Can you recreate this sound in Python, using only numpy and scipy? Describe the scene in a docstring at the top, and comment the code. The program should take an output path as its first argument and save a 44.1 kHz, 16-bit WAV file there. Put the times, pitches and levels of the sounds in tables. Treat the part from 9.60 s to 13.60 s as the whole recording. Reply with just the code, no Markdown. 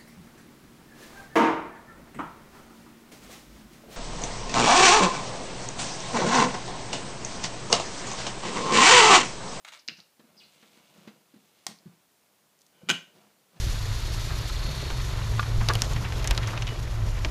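"""A tortoise shoves through the gap of a sliding patio door, heard from the quiet room inside.
First its claws scrape and click on the sill. Its shell then thumps the panel and rubs along as the
door slides, and a bird chirps once outside. At two seconds the shell knocks the sill; near three the
claw tips tap it. The metal frame then sticks, groans and clatters against its track, and a last few
bumps and rubs follow."""
import sys
import numpy as np
from scipy import signal
from scipy.fft import rfft, irfft, next_fast_len
from scipy.io import wavfile
from scipy.ndimage import uniform_filter1d

SR = 44100
rng = np.random.default_rng(int(sys.argv[2]) if len(sys.argv) > 2 else 0)


def log_audio(samples):
    """Write samples as a 16-bit WAV file to the path given in sys.argv[1]."""
    # one column per channel
    frames = np.atleast_2d(samples).T
    # limit to full scale, then quantise
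    limited = np.clip(frames, -1, 1)
    pcm = np.round(limited * 32767).astype(np.int16)
    wavfile.write(sys.argv[1], SR, pcm)


N = 176400
T = np.arange(N) / SR
HIT_T = T[:SR // 2]  # time axis of one impact

# Bumps of shell and feet. Each row: start in seconds, level in dB, pitch in Hz, rise time in seconds,
# tick level in dB.
PANEL_BUMPS = [(0.287, -48.5, 236, 0.0022, -52.5), (0.311, -51, 161, 0.0063, -58.5),
               (.38, -55.5, 180, 0.0092, -56), (0.593, -55.5, 238, 0.003, -57.5),
               (0.635, -54.5, 239, 0.02, -66), (1.026, -57, 230, 0.0017, -56),
               (1.171, -58.5, 237, 0.0027, -63), (1.376, -53, 173, .012, -70),
               (1.474, -42.5, 222, 0.0014, -49), (1.737, -50, 257, 0.0048, -62.5),
               (1.757, -52, 191, 0.0061, -66), (2.085, -45, 183, 0.0055, -53),
               (2.109, -50.5, 210, 0.0059, -55), (2.254, -39, 172, .013, -63.5),
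               (3.23, -45, 168, 0.0043, -78), (3.265, -45, 170, 0.024, -57),
               (3.306, -29.5, 174.7, 0.0086, -63), (3.574, -56, 178, 0.0057, -66),
               (3.951, -50, 165.5, 0.03, -59)]
# Panel modes. Each row: ratio to the pitch, level in dB, decay time in seconds.
PANEL_MODES = [(.73, -8.5, 0.09), (1, 7.5, 0.049), (1.42, -24, 0.14), (2.1, -1, 0.025)]
# Contact tick. Each row: frequency in Hz, gain in dB.
TICK_SPECTRUM = [(80, -17.5), (200, -10.5), (450, 6.5), (750, 2), (1300, 3.5), (4500, -4), (9000, -23.5)]
def panel_bumps():
    """Soft impact: the panel's low modes swell as the push builds, and the contact adds a dull tick."""
    out = np.zeros(N)
    for start, db, hz, rise_s, tick_db in PANEL_BUMPS:
        swell = 1 - np.exp(-(HIT_T / rise_s) ** 2)
        boom = unit(ring(PANEL_MODES, hz) * swell)
        tick = unit(colour(burst(decay_s=.098) * swell, TICK_SPECTRUM))
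        add(out, start, amp(db) * boom + amp(tick_db) * tick)
    return out


# Claw slips. Each row: start in seconds, level in dB, pitch in Hz, nominal decay time in seconds.
CLAW_SNAPS = [(0.1743, -58, 4200, 0.012), (0.189, -53.5, 5100, 0.11), (0.278, -39.5, 4870, 0.0083),
              (0.2852, -34, 4500, 0.0083), (.2858, -37.5, 2830, 0.0058), (.2853, -44.5, 1750, 0.007),
              (0.2935, -43.5, 3000, 0.018), (.368, -52.5, 5070, 0.31), (0.402, -51, 4250, 0.018),
              (2.187, -62.5, 4500, 0.019)]
def claw_snaps():
    """Resonance: a claw slipping off the metal edge excites a narrow band, a pitched snap or rasp."""
    out = np.zeros(N)
    for start, db, hz, decay_s in CLAW_SNAPS:
        b, a = signal.iirpeak(hz, Q=2.8, fs=SR)
        slip = signal.lfilter(b, a, signal.lfilter(b, a, burst(decay_s)))
        add(out, start, amp(db) * unit(pass_band(slip, "low", hz=6800, order=3)))
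    return out


# Claw strokes. Each row: start in seconds, level in dB, length in seconds.
CLAW_STROKES = [(0.048, -45.5, 0.0034), (0.05, -47.5, 0.041), (.076, -44.5, 0.024), (0.084, -49, 0.0063),
                (0.1214, -42.5, 0.048)]
# Claw on grit. Each row: frequency in Hz, gain in dB.
SCRAPE_SPECTRUM = [(100, -31), (420, -15), (620, 3), (1800, 0.5), (3800, 5), (4800, -4.5), (7500, -5.5),
                   (15000, -28.5)]
def claw_scrapes():
    """Stick-slip friction: each stroke of a claw over grit releases a fading train of clicks."""
    out = np.zeros(N)
    for start, db, length_s in CLAW_STROKES:
        stroke = grit(len(HIT_T)) * np.exp(-(HIT_T / length_s) ** 2)
        add(out, start, amp(db) * unit(colour(stroke, SCRAPE_SPECTRUM)))
    return out


# Shell knock and claw taps. Each row: start in seconds, level before filtering in dB.
SHELL_KNOCKS = [(2.0664, -34)]
CLAW_TAPS = [(2.9896, -69), (3.0093, -68), (3.017, -62), (3.0648, -65)]
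# Sill modes. Each row: frequency in Hz, level in dB, decay time in seconds.
SILL_MODES = [(830, 3, .035), (1076, -1, .035), (1850, -1, .028), (3270, -10, .1), (5560, 1, .008)]
# Crack of the sill. Each row: frequency in Hz, gain in dB.
SILL_SPECTRUM = [(150, -14), (450, -7.5), (850, -10.5), (1300, -8), (2700, -5.5), (4000, 2), (5700, 4),
                 (9000, -4), (15000, -20)]
def sill_strikes():
    """Impact excitation: the shell sounds the whole sill; light claw tips raise only its treble."""
    knocks, taps = (blows(strikes, SILL_MODES, SILL_SPECTRUM, crack_db=2.5, crack_s=.019)
                    for strikes in (SHELL_KNOCKS, CLAW_TAPS))
    return knocks + pass_band(taps, "high", hz=4500)


# Bounces on the track. Each row: start in seconds, level in dB.
FRAME_BOUNCES = [(3.2882, -26.5), (3.2932, -18), (3.3005, -17.5), (3.3112, -21.5)]
# Crack of the frame. Each row: frequency in Hz, gain in dB.
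FRAME_SPECTRUM = [(90, -23.5), (230, 4.5), (350, -6), (750, -4), (1600, -4.5), (1950, -3), (2750, 0.5),
                  (4200, -4), (6600, -5.5), (8500, -13), (15000, -33)]
# Modes of the metal frame. Each row: frequency in Hz, level in dB, decay time in seconds.
FRAME_MODES = [(1518, -2.5, 0.12), (2386, 0, .055), (2457, -2, 0.044), (2935, -2, 0.078), (2982, 0.5, 0.05),
               (3135, -7, 0.1), (6350, -12, 0.11), (6960, -6, 0.022)]
def frame_clatter():
    """Damped free vibration: the frame bounces on its track, then jams, which chokes its ring."""
    jam_s = 3.317
    choke = fade(t60=.028, hold_s=jam_s, t=T)
    return choke * blows(FRAME_BOUNCES, FRAME_MODES, FRAME_SPECTRUM, crack_db=-8.5, crack_s=.04)


def frame_resonance(contact):
    """Forced vibration: contact noise drives the frame's modes."""
    response = ring(FRAME_MODES, rattle_hz=20)
    return signal.fftconvolve(contact, response / np.linalg.norm(response))[:N]


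# Groan of the door. Each row: time in seconds, pitch in Hz, level in dB.
GROAN_CURVE = [(3.214, 565, -59.5), (3.226, 504, -57), (3.265, 490, -75)]
# Grinding in the track. Each row: time in seconds, driving level in dB.
GRIND_CURVE = [(3.12, -73.5), (3.29, -71)]
# Grinding and rubbing noise. Each row: frequency in Hz, gain in dB.
RUB_SPECTRUM = [(60, -14.5), (180, 8), (330, -2.5), (550, 1.5), (1000, -4), (2000, -13.5), (3000, -9.5),
                (5000, -14), (15000, -29.5)]
def frame_sticking():
    """Frictional excitation: the sticking frame grinds in its track and groans at a falling pitch."""
    return frame_resonance(friction(GRIND_CURVE, RUB_SPECTRUM)) + glide(GROAN_CURVE)


# Rubbing and rolling, then track hiss. Each row: time in seconds, level in dB.
RUB_CURVE = [(.55, -83), (.68, -66), (1.0, -69.5), (1.45, -61), (1.62, -70), (2.0, -73.5), (2.32, -68.5),
             (2.5, -78.5), (3.05, -76.5), (3.25, -64.5), (3.48, -70.5), (3.58, -59), (3.76, -73),
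             (3.9, -73.5), (3.96, -59.5), (4.1, -78)]
HISS_CURVE = [(.8, -67), (.98, -65), (1.42, -67.5), (1.6, -80), (2.05, -69.5)]
# Track hiss. Each row: frequency in Hz, gain in dB.
HISS_SPECTRUM = [(500, -27), (1500, -7.5), (3200, 5.5), (5000, -2.5), (8000, -5.5), (15000, -21)]
def sliding():
    """Sliding friction: the rubbing shell and rolling door rumble while the track hisses."""
    return friction(RUB_CURVE, RUB_SPECTRUM) + friction(HISS_CURVE, HISS_SPECTRUM)


# Bird's chirp. Each row: time in seconds, pitch in Hz, level in dB.
CHIRP_CURVE = [(.767, 5150, -68), (.778, 5000, -58), (.793, 4950, -57), (.807, 2900, -60),
               (.822, 2400, -63), (.831, 4900, -82), (.838, 4400, -56), (.848, 3300, -63)]
def bird_chirp():
    """Frequency modulation: a bird's whistle sweeps downward twice in quick succession."""
    return glide(CHIRP_CURVE)


# Room response. Each row: frequency in Hz, reverberation time in seconds, gain in dB.
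ROOM_BANDS = [(60, .5, -26), (180, 0.27, -4.5), (900, 0.27, -7), (3050, 0.32, -7), (5900, 0.32, -10.5),
              (14000, .25, -7)]
def room(x):
    """Reverberation: diffuse reflections hold briefly, then each band decays at its own rate."""
    hz, t60, db = np.array(ROOM_BANDS).T
    noise_spectrum = rfft(rng.standard_normal(len(HIT_T)))
    log_hz = np.log(np.fft.rfftfreq(len(HIT_T), 1 / SR) + 1)
    tail = 0
    for weights, seconds, gain in zip(np.eye(len(hz)), t60, amp(db)):
        band = irfft(noise_spectrum * np.interp(log_hz, np.log(hz), weights), len(HIT_T))
        envelope = fade(seconds, hold_s=.0053)
        tail = tail + gain * band * envelope / np.linalg.norm(envelope)
    return signal.fftconvolve(x, tail)[:N]


# Room tone. Each row: frequency in Hz, gain in dB.
AIR_SPECTRUM = [(25, -34), (80, -13), (170, -3.5), (330, -6.5), (700, -6.5), (1600, -10.5), (15000, -15.5)]
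def still_air():
    """Stationary noise: the faint, even hush of the room."""
    hush = colour(rng.standard_normal(N), AIR_SPECTRUM)
    return amp(-66.5) * hush / hush.std()


def blows(strikes, modes, spectrum, crack_db, crack_s):
    """Impact response: each blow is a broadband crack plus the ringing modes of the struck part."""
    out = np.zeros(N)
    for start, db in strikes:
        tone = amp(-4.5) * unit(ring(modes, rattle_hz=20))
        crack = amp(crack_db) * unit(colour(burst(crack_s), spectrum))
        add(out, start, amp(db) * (tone + crack))
    return out


def ring(modes, pitch=1, rattle_hz=0):
    """Superposition of damped modes; in a loose part, phase drift widens each line to rattle_hz."""
    steps = rng.standard_normal((len(modes), len(HIT_T)))
    drifts = np.cumsum(steps, axis=1) * np.sqrt(2 * np.pi * rattle_hz / SR)
    return sum(amp(db) * np.sin(2 * np.pi * f * pitch * HIT_T + drift) * fade(t60)
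               for (f, db, t60), drift in zip(modes, drifts))


def burst(decay_s):
    """Broadband transient: a crowd of short-lived vibrations with an even spectrum."""
    spectrum = rfft(rng.standard_normal(len(HIT_T)) * fade(decay_s))
    whitened = irfft(spectrum / (np.abs(spectrum) + 1e-12), len(HIT_T))
    return whitened * fade(4 * decay_s)


def friction(curve, spectrum, waver_db=1.75):
    """Friction noise: grit under a wavering pressure, silent outside its level curve."""
    times, db = np.array(curve).T
    noise = colour(grit(N), spectrum)
    level_db = np.interp(T, times, db, -np.inf, -np.inf)
    pressure = np.interp(T, np.linspace(0, N / SR, 200), rng.standard_normal(200))
    return noise / noise.std() * amp(level_db + waver_db * pressure)


def grit(count, grains_per_s=3500, spread_db=5):
    """Stick-slip: micro-clicks of random timing, sign and size."""
    slips = rng.random(count) < grains_per_s / SR
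    clicks = slips * rng.choice([-1, 1], count) * amp(spread_db * rng.standard_normal(count))
    return clicks / clicks.std()


def glide(curve, jitter=.06):
    """Frequency jitter: a slightly hoarse tone follows a curve of pitch and level."""
    times, hz, db = np.array(curve).T
    waver = uniform_filter1d(rng.standard_normal(N), size=30)
    pitch = np.interp(T, times, hz) * (1 + jitter * waver / waver.std())
    tone = np.sqrt(2) * np.sin(2 * np.pi * np.cumsum(pitch) / SR)
    return tone * amp(np.interp(T, times, db)) * (T > times[0]) * (T < times[-1])


def colour(x, points):
    """Minimum-phase filtering through points of frequency and gain."""
    hz, db = np.array(points, float).T
    n = next_fast_len(2 * len(x))
    log_hz = np.log(np.fft.rfftfreq(n, 1 / SR) + 1)
    cepstrum = irfft(np.log(amp(np.interp(log_hz, np.log(hz), db))), n)
    cepstrum[1:n // 2] *= 2  # folding onto positive time makes the filter causal
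    cepstrum[n // 2 + 1:] = 0
    return irfft(rfft(x, n) * np.exp(rfft(cepstrum)), n)[:len(x)]


def pass_band(x, side, hz, order=2):
    """Maximally flat low-pass or high-pass filtering."""
    return signal.sosfilt(signal.butter(order, hz, side, fs=SR, output="sos"), x)


def fade(t60, hold_s=0, t=HIT_T):
    """Exponential decay: after the hold, 60 dB in t60 seconds."""
    return np.exp(-np.log(1000) * np.maximum(t - hold_s, 0) / t60)


def amp(db):
    """Decibels to amplitude ratio."""
    return 10 ** (np.asarray(db) / 20)


def unit(x):
    """Normalisation to the energy of 10 ms at full level."""
    return x / np.sqrt(np.sum(x ** 2) / (SR / 100) + 1e-20)


def add(out, start_s, x):
    """Superposition of x from start_s onward."""
    i = max(int(round(start_s * SR)), 0)
    out[i:i + len(x)] += x[:max(N - i, 0)]


def scene():
    """Direct and reverberant sound of tortoise, door and bird add over still air."""
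    contact = claw_snaps() + claw_scrapes() + sliding()
    near = contact + frame_clatter() + frame_sticking() + sill_strikes() + panel_bumps()
    near += amp(-17.5) * frame_resonance(contact)  # sympathetic vibration
    near = pass_band(near, "high", hz=137)  # deep bass below about 137 Hz is removed from the near sound
    bird, air = bird_chirp(), still_air()
    reflections = room(near + amp(9.5) * bird)
    return (near + bird + reflections + air)[None]


def record(dry):
    """Band limiting: a steep low-pass filter removes the highest treble."""
    return signal.sosfilt(signal.ellip(10, .2, 70, 15450, fs=SR, output="sos"), dry)


dry = scene()
out = record(dry)
log_audio(out)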